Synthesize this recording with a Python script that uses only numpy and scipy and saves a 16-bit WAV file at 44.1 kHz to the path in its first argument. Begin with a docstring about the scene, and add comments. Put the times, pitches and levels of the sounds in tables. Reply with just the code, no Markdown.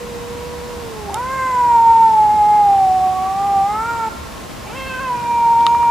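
"""Two cats face each other on a paved yard, over a steady rumble and hiss made of filtered noise.
One moans low with its mouth closed; as it ends, the other starts a long yowl, close to a sharp click.
After a short lull a second yowl rises, with four more clicks near its end. The calls are stacks of harmonics;
the mouth resonance sits near the second one, so the yowls are almost whistles. Clicks are short ringing tones.
Distant walls and trees answer the calls with a faint echo of fading noise."""
import sys
import numpy as np
from scipy import signal
from scipy.io import wavfile

SR = 44100
rng = np.random.default_rng(int(sys.argv[2]) if len(sys.argv) > 2 else 0)


def master(y):
    """Save y as 16-bit WAV."""
    cut = np.clip(np.atleast_2d(y).T, -1, 1)
    pcm = np.round(cut * 32767)  # scale
    wavfile.write(sys.argv[1], SR, pcm.astype(np.int16))


N = 260190

# Outdoor background noise, before its overall level is set: f/Hz, relative level per Hz/dB
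AIR_SPECTRUM = [(25, -26), (45, 4), (72, -0.5), (110, 0.5), (190, 1), (350, -5.5), (700, -5.5),
                (1050, -9.5), (1400, -11.5), (2500, -15), (4500, -18.5), (8000, -22.5), (13000, -32),
                (15500, -17)]
# How alike the background is at the two ears: f/Hz, left-right correlation (1 = the same)
EAR_LIKENESS = [(30, 0.71), (70, 0.95), (170, 0.13), (350, 0.057), (700, 0.14), (1500, 0.36), (3000, 0.66),
                (6000, 0.51), (11000, .05)]
# Narrow bands that stand out of the background: f/Hz, width/Hz, level/dB
HUM_BANDS = [(74.2, 13, -45), (1069, 62, -44.5)]
# Clicks: t/s, hollow knock/dB, snap/dB, bright tick/dB, left over right/dB
CLICK_TIMES = [(1.1435, -42, -23, -17.5, -18.5), (5.608, -53, -25, -43, -6), (5.666, -11.5, -3.5, -23, 7.5),
               (5.748, -17.5, -27, -40, 1), (5.829, -19, -44, -32, 0)]
# What the clicks ring with, three modes each for knock, snap and tick: f/Hz, level/dB, time to fall 60 dB/s
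RINGING_MODES = [(1096, 7.5, 0.01), (1269, 7, 0.0088), (1880, -10.5, 0.02), (2950, -6.5, 0.011),
                 (3736, -6.5, 0.016), (4450, -6, 0.0039), (7260, 4, 0.0015), (9070, -8.5, 0.0088),
                 (10400, -4, 0.0051)]
# The moan, its mouth kept closed: t/s, pitch/Hz, effort/dB
MOAN_CURVE = [(0, 481.7, -24), (.2, 474, -19.5), (0.459, 484.4, -14.5), (.78, 481.6, -16),
              (0.921, 446.6, -24), (1.09, 400.6, -19), (1.19, 389, -20.5)]
# The two yowls: t/s, pitch/Hz, effort/dB, mouth resonance/Hz
FIRST_YOWL_CURVE = [(1.075, 240, -30, 800), (1.11, 318, -22, 870), (1.15, 426, -9, 990),
                    (1.2, 493, -12, 1110), (1.32, 533, -10, 1250), (1.47, 516, -6, 1190),
                    (1.61, 489, -11, 1020), (1.8, 462, -8.5, 950), (2.04, 453, -8, 915),
                    (2.12, 441, -12, 860), (2.19, 431.5, -9.5, 850), (2.3, 421, -10.5, 865),
                    (2.346, 428, -13, 880), (2.41, 418, -9, 865), (2.56, 420.5, -9, 880),
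                    (2.74, 396, -11, 795), (2.91, 374.5, -10.3, 785), (3.05, 374, -6, 821),
                    (3.21, 375.5, -5, 900), (3.47, 401, -5, 912), (3.62, 390.5, -4.5, 859),
                    (3.75, 427, -4, 1047), (3.87, 466, -4.5, 1187), (3.98, 462, -6, 1114),
                    (4.095, 436, -7, 1020)]
SECOND_YOWL_CURVE = [(4.65, 354.5, -44, 1090), (4.71, 435, -22, 1040), (4.77, 530.5, -22, 1230),
                     (4.86, 531, -18, 1285), (4.995, 509.7, -8.5, 1321), (5.01, 539, -10, 1324),
                     (5.12, 492.7, -12.5, 1051), (5.21, 477, -17.5, 1051), (5.31, 474.4, -16.5, 945),
                     (5.52, 463.2, -10.5, 921), (5.8, 473.2, -12, 918), (5.95, 466.4, -9, 910)]
# Throat resonances that shape the upper harmonics: f/Hz, width/Hz, level/dB
FIRST_THROAT_MODES = [(1670, 180, -2), (2084, 143, 0.5), (2340, 41, -6), (6800, 170, -17),
                      (7580, 210, -11.5), (11000, 59, -22), (12200, 200, -20)]
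SECOND_THROAT_MODES = [(2030, 250, -9), (2360, 47, 1), (2634, 130, -2.5), (3090, 110, -10),
                       (4230, 280, -21), (6570, 54, -10), (13000, 724, -29)]

AIR_DB = -33   # background level, as rms of the two channels' average
CUTOFF_HZ = 15300   # nothing much is heard above this
YARD_T60_S, ECHO_BUILD_S = 0.69, 0.38   # echo: time to fall 60 dB, length of the rising ramp
ATTACK_S, RELEASE_S = 0.0063, 0.013   # fades of every call
CLOSED_HZ, HALF_OPEN_HZ = 680, 1004   # the mouth resonance rises as the jaw opens
MOUTH_Q, MOUTH_STEEPNESS = 7.65, 0.85   # sharpness of the mouth resonance and steepness of its skirts
PRESSED_AFTER_S, PRESSED_S = 0.2, 0.11   # a moment early in the call when the overtones change level
UNSETTLED_DB = -1   # overtones are weaker until the folds lock
QUAVER_AT_S, QUAVER_SPREAD_S, QUAVER_HZ, QUAVER_DB = 1.893, 0.29, 6.8, 1.5   # throb in the first yowl
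MID_PITCH_HZ = 475
LOW_DB_PER_OCTAVE, UPPER_DB_PER_OCTAVE = 14.5, 15   # fundamental and overtones grow with the pitch
SETTLE_S, RASP_PER_OCTAVE = 0.081, 0.3   # early rasp clears, then returns as the mouth passes half open
WAVER_DB, FLICKER_DB = 0.47, 3.5   # unsteadiness of the whole voice and of single high harmonics


def from_db(db):
    """Decibels to gain."""
    return 10 ** (np.asarray(db) / 20)


def rms_one(x):
    """Scale to rms 1."""
    return x / np.sqrt(np.mean(x ** 2) + 1e-20)


def in_time(rows, t):
    """The columns of a curve, joined by straight lines, at the times t."""
    s, *columns = np.transpose(rows)
    return [np.interp(t, s, column) for column in columns]


def at_hz(points, hz):
    """Read a spectrum at hz, on a log-frequency axis."""
    points_hz, values = np.array(points).T
    return np.interp(np.log(hz), np.log(points_hz), values)


def panned(x, pan_db):
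    """Place a mono sound by how much louder it is on the left than on the right."""
    return x * from_db([[pan_db / 2], [-pan_db / 2]])


def drift(rate_hz, size):
    """Slow random wandering of rms 1: noise sent twice through a simple low-pass."""
    r = np.exp(-2 * np.pi * rate_hz / SR)
    noise = rng.standard_normal(size + SR)
    slow = signal.lfilter([1], [1, -2 * r, r * r], noise)
    return rms_one(slow[SR:])   # the first second only warms up the filter


def narrow_noise(size, hz, width_hz):
    """Noise in one band around hz, rms 1."""
    edges = [max(hz - width_hz / 2, 15), hz + width_hz / 2]
    band = signal.butter(2, edges, "band", fs=SR, output="sos")
    noise = rng.standard_normal(size + SR)
    return rms_one(signal.sosfilt(band, noise)[SR:])


def air():
    """Far rumble and hiss: half-octave bands of noise, most alike at both ears in the bass."""
    out = 0
    edges = 22 * 2 ** np.arange(0, 9.6, .5)
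    white = rng.standard_normal((2, 2, N))
    for k, (low, high) in enumerate(zip(edges, edges[1:])):
        band = signal.butter(2, [low, high], "band", fs=SR, output="sos")
        # neighbouring bands use different noise
        mid, side = signal.sosfilt(band, white[k % 2])
        hz = np.sqrt(low * high)
        alike = np.clip(at_hz(EAR_LIKENESS, hz), -1, 1)
        # the side part has opposite signs at the ears; more of it makes them less alike
        side_gain = np.sqrt((1 - alike) / (1 + alike + 1e-6))
        out = out + from_db(at_hz(AIR_SPECTRUM, hz)) * (mid + side_gain * side * [[1], [-1]])
    return out / np.sqrt(np.mean(out.mean(axis=0) ** 2))


def hum():
    """Narrow bands of noise that stand out of the background, equal at both ears."""
    return sum(from_db(db) * narrow_noise(N, hz, width) for hz, width, db in HUM_BANDS)


def ring(blow, hz, t60):
    """A unit blow sets a fading sine of starting height 1 ringing."""
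    r = from_db(-60 / (t60 * SR))   # what is left after each sample
    w = 2 * np.pi * hz / SR
    return signal.lfilter([0, np.sin(w)], [1, -2 * r * np.cos(w), r * r], blow + 1e-18)


def clicks():
    """Each click rings the low, middle and high modes with strengths of its own."""
    out = np.zeros((2, N))
    blow = signal.unit_impulse(SR // 20)
    for s, *strengths_db, pan_db in CLICK_TIMES:
        sound = np.zeros(len(blow))
        for k, (hz, db, t60) in enumerate(RINGING_MODES):
            sign = (-1) ** k
            sound += sign * from_db(db + strengths_db[k // 3]) * ring(blow, hz, t60)
        start = round(s * SR)
        out[:, start:start + len(sound)] += panned(sound, pan_db)[:, :N - start]
    return out


def yard(x, thin_hz, dull_hz):
    """Middle-range scatter from distant walls and trees: it swells, then dies, differently at each ear."""
    t = np.arange(SR) / SR
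    shape = np.minimum(t / ECHO_BUILD_S, 1) * from_db(-60 * t / YARD_T60_S)
    tail = rng.standard_normal((2, SR)) * shape / np.sqrt(np.sum(shape ** 2))
    edges = [thin_hz, np.clip(dull_hz, 1.5 * thin_hz, SR / 3)]
    band = signal.butter(2, edges, "band", fs=SR, output="sos")
    return signal.fftconvolve(x[None], signal.sosfilt(band, tail), axes=1)[:, :N]


def quaver():
    """Gain of the slow throb that comes and goes early in the first yowl."""
    t = np.arange(N) / SR - QUAVER_AT_S
    depth_db = QUAVER_DB * np.exp(-(t / QUAVER_SPREAD_S) ** 2)
    return from_db(depth_db * np.cos(2 * np.pi * QUAVER_HZ * t))


def vowel(pitch, effort_db, mouth, throat, fundamental_db, third_db, upper_db, open_db, count=32):
    """Harmonic gains: the mouth favours the second or third; opening it lets the throat's overtones out."""
    high = np.log2(pitch / MID_PITCH_HZ)   # octaves above the middle pitch
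    gains = [from_db(fundamental_db + LOW_DB_PER_OCTAVE * high)]
    for k, tilt_db in ((2, 0), (3, third_db)):
        detuning = MOUTH_Q * (k * pitch / mouth - mouth / (k * pitch))
        gains.append(from_db(effort_db + tilt_db) / (1 + detuning ** 2) ** MOUTH_STEEPNESS)
    opening = np.log2(mouth / HALF_OPEN_HZ)
    bright = from_db(upper_db + UPPER_DB_PER_OCTAVE * high + open_db * opening)
    for k in range(4, count):
        resonance = sum(from_db(db) / (1 + (2 * (k * pitch - hz) / width) ** 2) ** 0.59
                        for hz, width, db in throat)
        gains.append(bright * resonance)
    return gains


def cat(call, throat, fundamental_db, third_db, upper_db, open_db, pressed_db,
        held_rasp, onset_rasp, jitter, shimmer, flutter_db, fray, hoarse_db):
    """One call: harmonics of the vocal folds, whose period and strength tremble with the rasp."""
    start, end = call[0][0], call[-1][0]
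    span = np.arange(max(0, int(start * SR)), min(N, int(end * SR)))
    t, size = span / SR, len(span)
    pitch, effort_db, mouth = in_time(call, t)

    unsettled = onset_rasp * np.exp(-(t - start) / SETTLE_S)
    wide_open = np.maximum(np.log2(mouth / HALF_OPEN_HZ), 0)
    rasp = np.clip(held_rasp + unsettled + RASP_PER_OCTAVE * wide_open, 0, 1)
    pressed = np.exp(-((t - start - PRESSED_AFTER_S) / PRESSED_S) ** 2)
    overtones_db = upper_db + pressed_db * pressed + UNSETTLED_DB * unsettled
    gains = vowel(pitch, effort_db, mouth, throat, fundamental_db, third_db, overtones_db, open_db)

    pitch = pitch * (1 + 0.00213 * drift(15, size) + jitter * rasp * drift(111, size))
    phase = 2 * np.pi * np.cumsum(pitch) / SR
    voice = np.zeros(size)
    for k, gain in enumerate(gains, 1):
        partial = np.sin(k * phase)
        if k in (3, 4):
            # with rasp the middle harmonics flutter and fray into a grainy band
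            flutter = from_db(flutter_db * rasp ** .25 * np.tanh(drift(23, size)))
            partial = flutter * np.sin(k * phase + fray * rasp * drift(60, size))
        elif k > 4:
            # the high harmonics come and go more slowly
            partial = from_db(FLICKER_DB * np.tanh(drift(16, size))) * partial
        voice += np.sqrt(2) * gain * partial   # a gain of 1 means rms 1
    voice *= 1 + shimmer * rasp * drift(87, size)
    voice *= from_db(0.5 * drift(22, size) + WAVER_DB * drift(11, size))
    # while the folds are not firmly locked, turbulence adds a band of breathy noise
    voice += from_db(hoarse_db) * rasp ** 2 * narrow_noise(size, hz=827, width_hz=150)

    fade = np.clip(np.minimum((t - start) / ATTACK_S, (end - t) / RELEASE_S), 0, 1)
    out = np.zeros(N)
    out[span] = voice * fade
    return out


def scene():
    """The open air, the clicks, and the three calls with their faint echo."""
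    background = from_db(AIR_DB) * air() + hum()
    closed_moan = [(*row, CLOSED_HZ) for row in MOAN_CURVE]
    moan = cat(closed_moan, FIRST_THROAT_MODES, fundamental_db=-32, third_db=-7.5, upper_db=-51,
               open_db=20, pressed_db=-2, held_rasp=.22, onset_rasp=0, jitter=0.021, shimmer=0.34,
               flutter_db=7, fray=.6, hoarse_db=-45)
    first = cat(FIRST_YOWL_CURVE, FIRST_THROAT_MODES, fundamental_db=-36.5, third_db=-4.0, upper_db=-41.5,
                open_db=17.5, pressed_db=-8, held_rasp=0.057, onset_rasp=.95, jitter=0.024, shimmer=0.11,
                flutter_db=6, fray=1.84, hoarse_db=-44)
    first = quaver() * first
    second = cat(SECOND_YOWL_CURVE, SECOND_THROAT_MODES, fundamental_db=-39, third_db=-4.5, upper_db=-42.5,
                 open_db=0.5, pressed_db=7, held_rasp=0.15, onset_rasp=1.39, jitter=0.0235, shimmer=0.15,
                 flutter_db=7.0, fray=1.0, hoarse_db=-38.5)
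    echo = from_db(-8) * yard(moan + first + second, thin_hz=1125, dull_hz=2730)
    cats = panned(moan, pan_db=-3.8) + panned(first, pan_db=-0.9) + panned(second, pan_db=-1.1)
    return background + clicks() + echo + cats


def record(dry):
    """Peaks stop at full scale, then a steep low-pass cuts the top."""
    low_pass = signal.ellip(10, .1, 80, CUTOFF_HZ, fs=SR, output="sos")
    return signal.sosfilt(low_pass, np.clip(dry, -1, 1))


dry = scene()
out = record(dry)
master(out)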